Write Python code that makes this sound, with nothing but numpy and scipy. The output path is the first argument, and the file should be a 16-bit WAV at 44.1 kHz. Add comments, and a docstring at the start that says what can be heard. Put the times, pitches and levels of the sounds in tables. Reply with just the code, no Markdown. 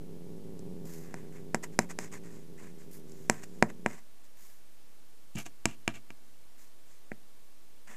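"""A cat growls low and close by, then falls silent: uneven glottal pulses excite the throat's resonances.
Fingers tap a hollow wooden board in two places: short force pulses ring its modes and a microphone cavity.
They also rub over the board and over fur: stick-slip grains excite broad resonances.
The microphone hisses, with a faint steady tone, and overloads on the hardest taps."""
import sys
import numpy as np
from scipy import signal
from scipy.fft import rfft, irfft
from scipy.io import wavfile

SR = 44100
rng = np.random.default_rng(int(sys.argv[2]) if len(sys.argv) > 2 else 0)


def linear_from_db(decibels):
    """Turn decibels (scalar or array-like) into linear amplitude factors; 0 gives 1."""
    return 10 ** (np.asarray(decibels, float) / 20)


def dump(signal):
    """Clip the signal to [-1, 1] and save it as 16-bit WAV at the path in sys.argv[1]."""
    limited = np.clip(np.atleast_2d(signal).T, -1, 1)
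    pcm = np.round(limited * 32767).astype(np.int16)
    wavfile.write(sys.argv[1], SR, pcm)


N = 351256

# Finger taps: onset t/s, level/dB, contact time/ms, treble level re the low part/dB
TAPS = [(0.5926, -56.5, 0.27, 17), (.855, -29, 1.5, -16), (1.142, -26.5, 0.42, -5.5),
        (1.546, -11.5, 0.42, -5), (1.7903, -7, .4, -1), (1.9885, -23, 0.3, 2.5), (2.82, -52, 0.26, -15),
        (3.096, -66, 0.094, 21), (3.12, -65, 0.11, 25), (3.298, -8, 0.32, 0.5), (3.4363, -39, 0.197, 3),
        (3.6254, -2.5, 0.37, -13.5), (3.7021, -38.5, 0.34, -7), (3.8617, -11, 0.32, -13),
        (5.353, -19.5, 3.7, -30), (5.3586, -18.5, 3.9, -25), (5.366, -28, 4.4, -25),
        (5.389, -39, 0.27, -12), (5.4638, -42, 0.13, -2), (5.6558, -34, 0.13, 14), (5.6558, -18, 0.25, 6),
        (5.8783, -19.5, 0.079, 2), (6.1047, -39, 0.22, -2), (7.881, -62, .1, 14), (7.1174, -28, 0.42, -24),
        (7.11787, -27, 0.42, -24) ]
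EDGE_FROM_S, EDGE_TO_S = 5.3, 6.2  # the hand works at the edge of the board, else in the middle


def evened(x):
    """Normalization: scales a signal to rms 1."""
    return x / np.sqrt(np.mean(x ** 2) + 1e-20)


def add(mix, s, sound):
    """Linear superposition: adds a sound into the mix from second s."""
    part = mix[round(s * SR):][:len(sound)]
    part += sound[:len(part)]


def wander(size, hz):
    """Band-limited random fluctuation: noise low-passed at hz, of rms 1."""
    lowpass = signal.butter(2, hz, fs=SR, output="sos")
    return evened(signal.sosfiltfilt(lowpass, rng.standard_normal(size)))


def resonate(x, hz, width):
    """Forced resonance: a single complex pole of fixed frequency, with peak gain near 1."""
    pole = np.exp((2j * hz - width) * np.pi / SR)
    return 2 * signal.lfilter([1 - abs(pole)], [1, -pole], x).real


def slide(x, hz, width):
    """Moving resonance by heterodyning: shift the curve hz to zero, smooth, shift back."""
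    turn = np.exp(2j * np.pi * np.cumsum(hz) / SR)
    r = np.exp(-np.pi * width / SR)
    return 2 * (turn * signal.lfilter([1 - r], [1, -r], x / turn)).real


def hiss():
    """Stationary noise: spectrally shaped microphone hiss and room hush, plus one faint pure tone."""
    # Noise spectrum: f/Hz, relative spectral level/dB
    hiss_spectrum = [(18, -39.5), (30, -7.5), (55, -11), (202, -12.5), (237, -10.5), (467, -13.5),
                     (622, -15), (830, -16.5), (945, -19), (12900, -24.5), (15500, -27)]
    hiss_db, tone_hz, tone_db = -63.5, 1109, -80.5  # hiss rms, tone peak
    f, spectrum_db = np.transpose(hiss_spectrum)
    bins = np.fft.rfftfreq(N, 1 / SR)
    shape_db = np.interp(np.log(bins + 1), np.log(f + 1), spectrum_db)
    noise = irfft(rfft(rng.standard_normal(N)) * linear_from_db(shape_db), N)
    tone = np.sin(2 * np.pi * tone_hz * np.arange(N) / SR)
    return linear_from_db(hiss_db) * evened(noise) + linear_from_db(tone_db) * tone


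def room(x):
    """Diffuse reverberation: convolution with noise whose exponential decay depends on frequency."""
    # Reverberation: f/Hz, decay time T60/s
    room_decay = [(150, 0.51), (600, .22), (2500, 0.1), (8000, 0.15)]
    f, t, cells = signal.stft(rng.standard_normal(SR // 3), SR, nperseg=256)
    t60 = np.interp(f, *np.transpose(room_decay))[:, None]
    envelope = linear_from_db(-60 * t / t60) * np.clip(t / 0.002, 0, 1)
    tail = signal.istft(cells * envelope, SR, nperseg=256)[1]
    return signal.oaconvolve(x, tail / np.linalg.norm(tail))[:N]


def board(place):
    """Modal superposition: the board's damped modes after an impulse at place 0 (middle) or 1 (edge)."""
    # Board modes: f/Hz, T60/s, signed amplitude factor, level in the middle/dB, level at the edge/dB
    board_modes = [(125, 0.19, 0.99, -19.5, -8), (178, 0.051, 0.39, 1.5, 3.5), (217.4, 0.1, 0.54, -5, 2.5),
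                   (271.2, 0.17, 0.46, -33, -4), (314, 0.081, 0.21, -18, 10), (342, 0.095, 0.23, -4.5, -25),
                   (452, 0.25, 0.35, -19.5, -41), (570.3, 0.054, 0.63, -14.5, -38),
                   (651.7, 0.04, 0.091, -28, 16), (724, 0.032, 0.91, -3.5, -99),
                   (743, 0.016, -0.71, 5.5, -1.5), (921, 0.0074, 0.64, -38, -14.5),
                   (958.6, 0.04, -0.066, 14.5, 19), (1092, 0.022, -1.7, -14, -25),
                   (1133, 0.041, 0.46, -31, 0), (1330, .025, -0.31, -25.5, -19),
                   (1665, 0.024, -0.43, -7.5, 0.5), (1936, 0.004, -1.53, 10, 1.5),
                   (2370, 0.016, -0.92, -4, 7.5), (2698, .008, -2.1, -16, 4), (2820, 0.002, -0.2, -28, 15)]
    t = np.arange(6000) / SR
    return sum(sign * linear_from_db(levels_db[place] - 60 * t / t60) * np.sin(2 * np.pi * f * t)
               for f, t60, sign, *levels_db in board_modes)


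def strokes():
    """Stroke kinematics: rows of (s, length s, place of the peak 0-1, landing dB, dB of three ring groups)."""
    # Strokes on wood: t/s, length/s, level near 2 kHz/dB, level near 7 kHz/dB
    wood_strokes = [(1.027, 0.17, -65.5, -73), (1.152, 0.15, -66, -73), (1.318, 0.1, -63, -70),
                    (1.546, 0.012, -49, -54), (1.626, 0.02, -45, -46.5), (1.722, 0.041, -65.5, -67),
                    (1.788, 0.06, -52.5, -56), (1.889, 0.027, -47.5, -49.5), (1.988, 0.09, -53.5, -54),
                    (2.114, 0.065, -52.5, -55), (2.232, 0.075, -62, -65), (2.301, 0.14, -68, -68),
                    (2.572, 0.14, -60.5, -65), (2.78, 0.068, -68, -67), (3.305, 0.11, -56.5, -61.5),
                    (3.42, 0.026, -55, -53), (3.63, 0.038, -71, -65), (3.683, 0.025, -53.5, -61.5),
                    (3.86, 0.1315, -56.5, -61), (3.977, 0.015, -62, -68), (5.35, 0.011, -55.5, -55),
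                    (5.364, 0.048, -48, -61), (5.45, 0.02, -51.5, -53), (5.655, 0.092, -56, -63),
                    (5.885, 0.037, -51, -68), (5.937, 0.047, -56.5, -64), (6.105, 0.014, -67, -81),
                    (7.125, 0.024, -73, -79), (7.868, 0.12, -55.5, -61.5)]
    # Strokes over fur: t/s, length/s, level near 7 kHz/dB, level near 12 kHz/dB
    fur_strokes = [(0.845, 0.22, -61, -61), (2.907, 0.091, -67, -58.5), (3.065, 0.36, -70, -74),
                   (3.46, 0.22, -73, -80.5), (4.231, 0.039, -70, -76), (4.361, 0.23, -68, -64.5),
                   (5.379, 0.047, -54.5, -57.5), (6.576, 0.11, -67, -69), (6.864, 0.12, -69.5, -80)]
    wood_top_db, fur_low_db = -15.5, -4.5  # wood near 12 kHz and fur near 2 kHz, re their level near 7 kHz
    drag_gap_s, flick_s = 0.015, 0.033  # longest gap from tap to drag; flicks are shorter than this
    rows = [(s, length, low_db, mid_db, mid_db + wood_top_db) for s, length, low_db, mid_db in wood_strokes]
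    rows += [(s, length, mid_db + fur_low_db, mid_db, top_db) for s, length, mid_db, top_db in fur_strokes]
    tap_times = np.array([row[0] for row in TAPS])
    out = []
    for s, length, *levels_db in rows:
        since_tap = s - tap_times
        if np.any((since_tap > 0) & (since_tap < drag_gap_s)):
            peak, landing_db = 0.1, -7  # dragged on from a tap: strongest early
        elif length < flick_s:
            peak, landing_db = 0.72, -21.5  # a flick creeps in and builds towards its end
        else:
            peak, landing_db = 0.45, -7
        out.append((s, length, peak, landing_db, *levels_db))
    return out


def stroke_force(length, peak, landing_db):
    """Friction envelope: the skin lands, presses hardest at peak, lifts, and the force decays exponentially."""
    fade_s = 0.0099  # time constant after the skin lifts
    u = np.linspace(0, 1, round(length * SR))
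    shape = evened(linear_from_db(np.interp(u, [0, 0.05, peak, 1], [-27.5, landing_db, -3, -13.5])))
    fade = shape[-1] * np.exp(-np.arange(round(0.06 * SR)) / (fade_s * SR))
    return np.concatenate([shape, fade])


def rubs():
    """Stick-slip friction: dense uneven grains excite three groups of resonances and the board."""
    # Three lists, near 2, 7 and 12 kHz: f/Hz, nominal width/Hz, level in the middle/dB, level at the edge/dB
    ring_groups = [
        [(1220, 380, 12, -14), (1804, 600, 26, -5), (2320, 600, 8.5, 2), (3430, 539, 0, -17)],
        [(5540, 2000, -5, -8.5), (6584, 870, -8, -2), (7160, 1293, -0.5, 2)],
        [(9795, 2500, -5, 3), (12690, 2660, -2, -6.5)],
    ]
    grains = rng.standard_normal(N) * linear_from_db(2.1 * wander(N, 200))
    samples = np.arange(N)
    at_edge = (samples > EDGE_FROM_S * SR) & (samples < EDGE_TO_S * SR)
    out = np.zeros(N)
    for group, modes in enumerate(ring_groups):
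        force = np.zeros(N)
        for s, length, peak, landing_db, *levels_db in strokes():
            add(force, s, linear_from_db(levels_db[group]) * stroke_force(length, peak, landing_db))
        rung = np.zeros(N)
        for f, nominal, middle_db, edge_db in modes:
            # two poles in cascade, each broadened, give steeper skirts
            once = resonate(grains, f, 1.9 * nominal)
            rung += linear_from_db(np.where(at_edge, edge_db, middle_db)) * resonate(once, f, 1.9 * nominal)
        out += force * evened(rung)
        if group == 0:  # the lowest group's force also shakes the whole board
            shake = linear_from_db(-25.5) * force * evened(grains)
            for place in range(2):
                out += signal.oaconvolve(shake * (at_edge == place), board(place))[:N]
    return out


def tap(level_db, contact_ms, treble_db, place):
    """Impact excitation: a half-sine force rings the board; the nail's tick rings the microphone cavity."""
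    # Cavity in front of the microphone: nominal f/Hz, T60/s, relative level/dB
    cavity_modes = [(4180, 0.025, -28.5), (5300, .005, -19.5), (5660, .006, -5.5), (6500, 0.007, -5),
                    (6330, 0.0035, -16), (7470, 0.0052, -1), (7955, 0.0037, -3), (9300, 0.0054, -13.5),
                    (10900, 0.0094, -17.5), (12420, 0.0033, -18), (14520, .004, -18)]
    bounce_ms, bounce_db = 0.42, -22.5  # the nail touches again, faintly
    t = np.arange(6000) / SR
    touches = np.zeros(400)
    touches[0] = 1
    touches[int(bounce_ms * SR / 1000)] = linear_from_db(bounce_db)
    push = np.sin(np.pi * np.clip(t[:200] * 1000 / max(contact_ms, 0.08), 0, 1))
    push /= push.sum()
    low = np.convolve(push, 0.36 * board(place))[:len(t)]
    low[:200] -= 1.4 * push  # the push itself is heard directly, with opposite sign
    tick = np.zeros(len(t))
    for f, t60, mode_db in cavity_modes:
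        detuned = f * rng.uniform(0.94, 1.01)
        tick += linear_from_db(mode_db - 60 * t / t60) * np.sin(2 * np.pi * detuned * t)
    tick *= 1 - np.exp(-t / 0.00024)  # soft onset
    return linear_from_db(level_db) * np.convolve(touches, low - linear_from_db(treble_db) * tick)


def growl():
    """Source-filter phonation: slack folds fire phase-modulated pulses into the throat's resonances."""
    # Course of the growl: t/s, level/dB, nominal vocal pulse rate/Hz, nominal chest swing f/Hz
    growl_course = [(0, -47, 98, 163.3), (0.501, -46.5, 101, 166), (.75, -43.5, 100, 171.7),
                    (1, -47, 89.3, 161), (1.5, -48, 98, 157), (1.8, -49.5, 93, 170),
                    (2.15, -49.5, 112, 174), (2.6, -51.5, 102, 155.1), (2.78, -53, 78, 174.3),
                    (3.05, -50.5, 83, 150.3), (3.25, -50.5, 77, 151.8), (3.451, -52, 95, 170),
                    (3.53, -53.5, 78, 175.5), (3.6, -51, 106, 177.1), (3.75, -55, 82, 175),
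                    (3.851, -49.5, 95, 170.2), (3.95, -52.5, 100, 170)]
    # Throat and nose with the mouth shut: mean f/Hz, width/Hz, relative level/dB
    throat_modes = [(123, 26, -16), (178, 60, 4.5), (265.4, 220, -18.5), (302.4, 73, -4.5), (388.4, 31, 2),
                    (461.1, 30, -20), (550, 24, -13.5), (750, 140, -9), (872.4, 150, -9)]
    stop_s, stop_db = 0.035, -39  # the throat shuts
    throat_follows = 0.22  # exponent: how far the resonances slide with the chest swing (0-1)
    s, *columns = np.transpose(growl_course)
    t = np.arange(round((s[-1] + stop_s) * SR)) / SR
    effort_db, rate, swing_hz = (np.interp(t, s, c) for c in columns)
    effort_db = effort_db + stop_db * np.clip((t - s[-1]) / stop_s, 0, 1)

    # the folds roughen (0-1) between these seconds as the air runs low
    rough = np.interp(t, [1.3, 2.1], [0.55, 0.85])
    swing = 2 * np.pi * np.cumsum(swing_hz * (1 + 0.06 * rough * wander(len(t), 25))) / SR
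    turns = np.cumsum(rate * (1 + 0.13 * rough * wander(len(t), 8))) / SR
    turns += 0.14 * np.sin(swing)  # the faster swing shifts pulses, so long and short gaps mix
    turns += 0.11 * rough * wander(len(t), 60)  # rough folds fire early or late
    at = np.flatnonzero(np.diff(np.floor(np.maximum.accumulate(turns))))
    pulses = np.zeros(len(t))
    pulses[at] = linear_from_db(4.5 * rough[at] * rng.uniform(-1, 1, len(at)))
    puffs = np.convolve(pulses, signal.windows.gaussian(301, 11.0), "same")  # rounded puffs of air
    drive = evened(puffs - puffs.mean()) + 0.27 * wander(len(t), 600)  # with breath noise

    stretch = (swing_hz / swing_hz.mean()) ** throat_follows
    voice = sum(linear_from_db(mode_db) * slide(drive, f * stretch, bandwidth) for f, bandwidth, mode_db in throat_modes)
    voice = signal.sosfiltfilt(signal.butter(3, 95, "high", fs=SR, output="sos"), voice)
    # shut lips hold back the treble
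    muffled = signal.sosfiltfilt(signal.butter(4, 600, fs=SR, output="sos"), voice)
    return linear_from_db(effort_db) * evened(muffled + 0.3 * voice)


def scene():
    """Superposition of hiss, rubs, taps and growl; only the hand's sounds excite the reverberation."""
    hand = rubs()
    for s, *row in TAPS:
        add(hand, s, tap(*row, int(EDGE_FROM_S < s < EDGE_TO_S)))
    # the small capsule drops the deepest bass
    hand = signal.sosfilt(signal.butter(1, 45, "high", fs=SR, output="sos"), hand)
    mix = hand + linear_from_db(-21.0) * room(hand) + hiss()
    add(mix, 0, growl())
    return mix[None]


def roll_off(x):
    """The treble ends steeply here."""
    return signal.sosfilt(signal.butter(12, 15860, fs=SR, output="sos"), x)


def record(dry):
    """Amplitude saturation and band limiting: hard clipping, a linear-phase low-pass and a steady offset."""
    clip_level, edge_hz, offset = 0.71, 14700, 0.0127  # clip and offset re full scale
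    clipped = np.clip(dry, -clip_level, clip_level)
    lowpass = signal.firwin(255, edge_hz, window=("kaiser", 9), fs=SR)
    narrow = signal.oaconvolve(clipped, lowpass[None], "same")
    return roll_off(narrow + offset)


dry = scene()
out = record(dry)
dump(out)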